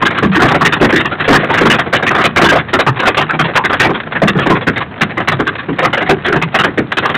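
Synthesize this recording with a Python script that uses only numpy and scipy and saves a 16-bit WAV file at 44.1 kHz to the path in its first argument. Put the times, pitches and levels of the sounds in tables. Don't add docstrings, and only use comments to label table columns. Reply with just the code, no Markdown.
import sys
import numpy as np
from scipy.fft import rfft, irfft, next_fast_len
from scipy.io import wavfile

SR = 44100
rng = np.random.default_rng(int(sys.argv[2]) if len(sys.argv) > 2 else 0)


def inscribe(sig):
    pcm = np.round(np.clip(np.atleast_2d(sig).T, -1, 1) * 32767)
    wavfile.write(sys.argv[1], SR, pcm.astype(np.int16))


N = 316197

# start in seconds, clack level in dB, drumming level in dB.
ROOF_BLOWS = [(0.016, -7, -12.5), (.102, -14.5, -25), (.146, -16, -24.5), (.224, -8.5, -6),
              (.392, -8.5, -14), (.417, -1.5, -3), (0.447, -7.5, -13), (.48, -10, -26),
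              (0.506, -7.5, -11.5), (0.542, -6, -10.5), (0.609, -5, -10.5), (0.757, -16, -23.5),
              (.81, -3.5, 1), (.835, -4, -10), (.89, -10, -32), (.923, -8, -5), (1.113, -13.5, -19.5),
              (1.241, -13.5, -43), (1.277, -5, -6.5), (1.297, -4.5, -1), (1.326, -1.5, -13),
              (1.347, -1.5, -7.5), (1.396, -14.5, -21), (1.432, -12, -18), (1.5, -10.5, -14.5),
              (1.573, -7, -18.5), (1.609, -6, -5), (1.653, -3.5, -4), (1.735, -8, -14.5),
              (1.786, -7, -18.5), (1.858, -18.5, -19), (1.927, -4, -15), (1.985, -17, -29),
              (2.024, -10.5, -15.5), (2.104, -8.5, -16), (2.145, -7.5, -15.5), (2.178, -10, -13),
              (2.208, -9.5, -30.5), (2.361, -3.5, -10), (2.385, -8, -19.5), (2.414, -2, -0.5),
              (2.516, -4, -11), (2.552, -3.5, -15), (2.731, -4, -8.5), (2.789, -4, -16.5), (2.865, -5, -12),
              (3.022, -10.5, -22.5), (3.069, -2.5, -13), (3.291, -12, -34.5), (3.331, -15, -15),
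              (3.481, -16.5, -19), (3.554, -3, -18), (3.695, -12.5, -15.5), (3.726, -7.5, -21.5),
              (3.847, -7, -11), (3.893, -13, -11), (3.943, -15, -21), (4.151, -11, -21), (4.218, -4, -4),
              (4.35, -17.5, -12), (4.388, -10.5, -15), (4.459, -9, -9), (4.496, -6, -2.5),
              (4.551, -11.5, -16), (4.669, -6.5, -8), (4.804, -13.5, -32), (5.096, -20.5, -26.5),
              (5.171, -12.5, -14.5), (5.199, -13.5, -23), (5.316, -10, -19.5), (5.392, -11, -9.5),
              (5.683, -21, -12), (5.785, -9, -18), (5.82, -9.5, -19), (5.845, -5, -14.5),
              (5.929, -8.5, -21.5), (5.97, -10, -22), (6.007, -11, -16), (6.061, -15.5, -29),
              (6.092, -2, -4.5), (6.277, -12, -14.5), (6.322, -8, -10), (6.355, -11, -12.5),
              (6.543, -5, -15.5), (6.636, -5.5, -14), (6.67, -19.5, -18.5), (6.775, -10, -6.5),
              (7.024, -13, -22), (7.05, -9, -28), (7.092, -13, -18)]


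def amp(db):
    return 10 ** (np.asarray(db) / 20)


def along(points, hz):
    point_hz, value = np.transpose(points)
    return np.interp(np.log(hz + 1), np.log(point_hz), value)


def filtered(x, response):
    size = next_fast_len(x.shape[-1] + SR // 20)
    spectrum = rfft(x, size) * response(np.fft.rfftfreq(size, 1 / SR))
    return irfft(spectrum, size)[..., :x.shape[-1]]


def at_level(bursts, db):
    energy = np.sum(bursts ** 2, 1, keepdims=True)
    return bursts * amp(db)[:, None] / np.sqrt(energy / (0.02 * SR) + 1e-20)


def placed(times, bursts):
    starts = np.round(np.maximum(times, 0) * SR).astype(int)
    index = starts[:, None] + np.arange(bursts.shape[1])
    return np.bincount(index.ravel(), bursts.ravel(), N)[:N]


def clacks(db, tilt, spot_db, swell, contact, fall, cabin_db, cabin_t60):
    # frequency in Hz, density in dB per Hz.
    panel_modes = [(250, -22.5), (520, 6.5), (620, 2.5), (740, 6), (880, 0.5), (1150, 4.5), (1330, 3),
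                   (1650, 5), (1950, 2), (2300, -3.5), (3300, -8.5), (4500, -16.5)]
    rattle_db, rattle_hz = 2.0, 380
    trim_hz = 2300
    count = len(db)
    t = np.arange(SR // 6) / SR
    spots, returns = rng.standard_normal((2, count, 100))
    knots = np.arange(spots.shape[1])

    def colour(hz):
        ripple = np.array([np.interp(hz, knots * 230, spot) for spot in spots])
        octaves = np.log2(np.clip(hz, 500, 3500) / 1400)
        return amp(along(panel_modes, hz) + spot_db * ripple + tilt[:, None] * octaves)

    waves = filtered(rng.standard_normal((count, len(t))), colour)
    age = t / swell
    unevenness = np.array([np.interp(t * rattle_hz, knots, row) for row in returns])
    blow = waves * amp(rattle_db * unevenness) * (contact + age) * np.exp(-age ** fall)
    dulled = filtered(waves, lambda hz: 1 / np.sqrt(1 + (hz / trim_hz) ** 4))
    cabin = dulled * amp(cabin_db - 60 * t / cabin_t60) * (1 - np.exp(-age))
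    return at_level(blow + cabin, db)


def thuds(db, centre_hz, octaves, t60, rise, detune, scatter_db=3.5):
    # frequency in Hz, relative strength in dB.
    roof_modes = [(82, -1.5), (104, -0.5), (127, 1.5), (156, 3.5), (183, -1.5), (212, -2.5), (238, 0),
                  (272, -0.5), (302, 1), (335, 4), (369, 5), (400, 6.5), (448, 5), (492, -2.5)]
    hz, mode_db = np.transpose(roof_modes)
    t = np.arange(SR // 3) / SR
    chance = rng.standard_normal((len(db), 3, len(hz)))
    near = np.exp(-0.5 * (np.log2(hz / centre_hz[:, None]) / octaves) ** 2)
    phase = np.exp(2j * np.pi * chance[:, 1])
    strength = near * amp(mode_db + scatter_db * chance[:, 0]) * phase
    life = t60 * (200 / hz) ** 0.55
    rings = amp(-60 * t / life[:, None]) * np.exp(2j * np.pi * hz[:, None] * t)
    drumming = (strength @ rings).real
    stretch = np.exp(detune * chance[:, 2, 0])
    bays = np.array([np.interp(t * ratio, t, ring) for ratio, ring in zip(stretch, drumming)])
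    return at_level(bays * (1 - np.exp(-t / rise)), db)


def strikes(s, clack_db, thud_db, roof_hz):
    tilt_db, hardness_scatter_db = -0.84, 0.57
    roof_dulls, size_dulls = 0.14, 0.02
    scatter_octaves = 0.12
    hardness, spot = rng.standard_normal((len(s), 2)).T
    dulling = roof_dulls * (thud_db - clack_db) + size_dulls * clack_db
    tilt = tilt_db - dulling + hardness_scatter_db * hardness
    centre_hz = roof_hz * 2 ** (scatter_octaves * spot)
    clack = clacks(clack_db, tilt, spot_db=4.0, swell=0.019, contact=0.38, fall=1.77,
                   cabin_db=0, cabin_t60=0.15)
    thud = thuds(thud_db, centre_hz, octaves=0.72, t60=0.23, rise=0.012, detune=0.0392)
    return placed(s, clack) + placed(s, thud)


def rain(level_db=-28.5):
    # frequency in Hz, density in dB per Hz before levelling.
    wash_curve = [(20, -31.5), (50, -5), (90, 10.5), (220, 10), (550, 0), (1700, -5), (2500, -11.5),
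                  (4000, -20)]
    wash = filtered(rng.standard_normal(N), lambda hz: amp(along(wash_curve, hz)))
    return amp(level_db) * wash / wash.std()


def shower_db(s):
    # time in seconds, strength in dB before the mean is taken off.
    shower_curve = [(0.0, -11.5), (0.82, -6.5), (1.06, -27.5), (1.54, 5), (1.92, -27.5), (2.37, -20.5),
                    (2.54, -31.5), (3.71, -14.5), (3.97, -12), (4.45, -14), (4.75, -22), (6.47, -22.5),
                    (6.85, -48), (7.17, -7)]
    times, db = np.transpose(shower_curve)
    return np.interp(s, times, db) - db.mean()


def small_hail(count=600, mean_db=-35.0, spread_db=2.5, follows=0.36):
    s = rng.uniform(0, N / SR, count)
    size, hardness = rng.standard_normal((count, 2)).T
    db = mean_db + follows * shower_db(s) + spread_db * size
    patter = clacks(db, 1.6 + 2.0 * hardness, spot_db=4, swell=0.001, contact=0.88, fall=0.9,
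                    cabin_db=-10.5, cabin_t60=0.075)
    return placed(s, patter)


def medium_hail(count=90, mean_db=-27, spread_db=5.0, follows=0.49, thud_db=-4, roof_hz=150):
    place, size = rng.uniform(size=(count, 2)).T
    s = (np.arange(count) + place) * N / SR / count
    db = mean_db + follows * shower_db(s) + spread_db * (2 * size - 1)
    return strikes(s, db, db + thud_db, roof_hz)


def glass_ticks(gain_db=0.5, tilt_db=3.0):
    # start in seconds, level in dB before the gain.
    pellets = [(1.442, -23), (1.502, -18), (3.146, -15.5), (3.697, -16), (3.944, -28), (4.001, -19),
               (4.122, -18), (5.553, -21.5), (5.598, -25.5), (6.919, -12)]
    s, db = np.transpose(pellets)
    ticks = clacks(db + gain_db, np.full(len(s), tilt_db), spot_db=-0.5, swell=0.0027, contact=0.45,
                   fall=0.76, cabin_db=-12, cabin_t60=0.05)
    return placed(s, ticks)


def steel_pings(width=0.16, t60=0.13, life_slope=0.25):
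    # start in seconds, level in dB, pitch in Hz.
    patches = [(.235, -4.5, 201), (.255, -9.5, 167), (.352, -8, 315), (.63, -16.5, 170.5),
               (0.963, -11, 312), (2.185, -11.5, 1267), (2.873, -8.5, 126), (3.292, -13.5, 1420),
               (3.4, -12, 161.4), (3.572, -9.5, 974), (4.237, -7, 207.4), (4.24, -12.5, 158),
               (4.354, -7.5, 162), (4.504, -6.5, 1035), (4.76, -22, 136), (5.02, -14.5, 204),
               (5.34, -14, 136), (5.683, -12, 295), (5.825, -13, 1150), (6.105, -9, 372), (6.275, -12, 396),
               (6.35, -11.5, 155), (6.425, -12.5, 159), (6.79, -23, 152), (7.05, -12, 1185)]
    s, db, hz = np.transpose(patches)
    pitch = hz[:, None]
    t = np.arange(SR // 3) / SR
    noise = rng.standard_normal((len(s), len(t)))
    cluster = filtered(noise, lambda f: np.exp(-((f / pitch - 1) / width) ** 2))
    life = t60 * (1000 / pitch) ** life_slope
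    return placed(s, at_level(cluster * np.sqrt(t) * amp(-60 * t / life), db))


def roof_flex(below_db=-17, centre_hz=85, octaves=0.61, t60=0.2):
    s, _, thud_db = np.transpose(ROOF_BLOWS)
    t = np.arange(SR // 3) / SR
    noise = rng.standard_normal((len(s), len(t)))
    push = filtered(noise, lambda hz: np.exp(-0.5 * (np.log2((hz + 1) / centre_hz) / octaves) ** 2))
    return placed(s, at_level(push * np.sqrt(t) * amp(-60 * t / t60), thud_db + below_db))


def windshield_hail(tilt_db=4.5, frame_db=-9, frame_hz=230):
    # start in seconds, crash level in dB.
    glass_blows = [(.052, -5), (.172, -9.5), (.317, -15), (.346, -5.5), (.648, -1.5), (.723, -6.5),
                   (.958, -5.5), (0.993, -9.5), (1.048, -11), (1.199, -9.5), (1.535, -8.5), (1.699, -2),
                   (1.948, -9), (2.064, -6), (2.24, -2), (2.443, -3), (2.486, -3.5), (2.583, -11.5),
                   (2.684, -21), (2.96, -17.5), (2.991, -9.5), (3.055, -7), (3.17, -4.5), (3.205, -8),
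                   (3.391, -5), (3.441, -11), (3.639, -6.5), (3.796, -2.5), (3.823, -7), (4.115, -26.5),
                   (4.275, -5), (4.418, -13.5), (4.609, -20), (4.76, -11), (5.009, -4.5), (5.275, -5),
                   (5.468, -9), (5.582, -18), (6.246, -9.5), (6.415, -9), (6.588, -5), (6.918, -20.5),
                   (6.97, -6.5), (7.143, -9.5)]
    s, db = np.transpose(glass_blows)
    crash = clacks(db, np.full(len(s), tilt_db), spot_db=4.5, swell=0.024, contact=0.45, fall=2.36,
                   cabin_db=-8.5, cabin_t60=0.24)
    thud = thuds(db + frame_db, np.full(len(s), frame_hz), octaves=0.86, t60=0.27, rise=0.0098,
                 detune=0.029)
    return placed(s, crash) + placed(s, thud)


def roof_hail(roof_hz=261.4):
    s, clack_db, thud_db = np.transpose(ROOF_BLOWS)
    return strikes(s, clack_db, thud_db, roof_hz)


def scene():
    lesser = rain() + small_hail() + medium_hail()
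    details = glass_ticks() + steel_pings()
    big_stones = roof_flex() + windshield_hail() + roof_hail()
    return (lesser + details + big_stones)[None]


def record(dry, band_hz=3600, skirt_hz=520, ceiling=0.69, knee=22, top_hz=15900):
    heard = filtered(dry, lambda hz: np.exp(-(np.maximum(hz - band_hz, 0) / skirt_hz) ** 2))
    clipped = heard / (1 + np.abs(heard / ceiling) ** knee) ** (1 / knee)
    return filtered(clipped, lambda hz: hz < top_hz)


dry = scene()
out = record(dry)
inscribe(out)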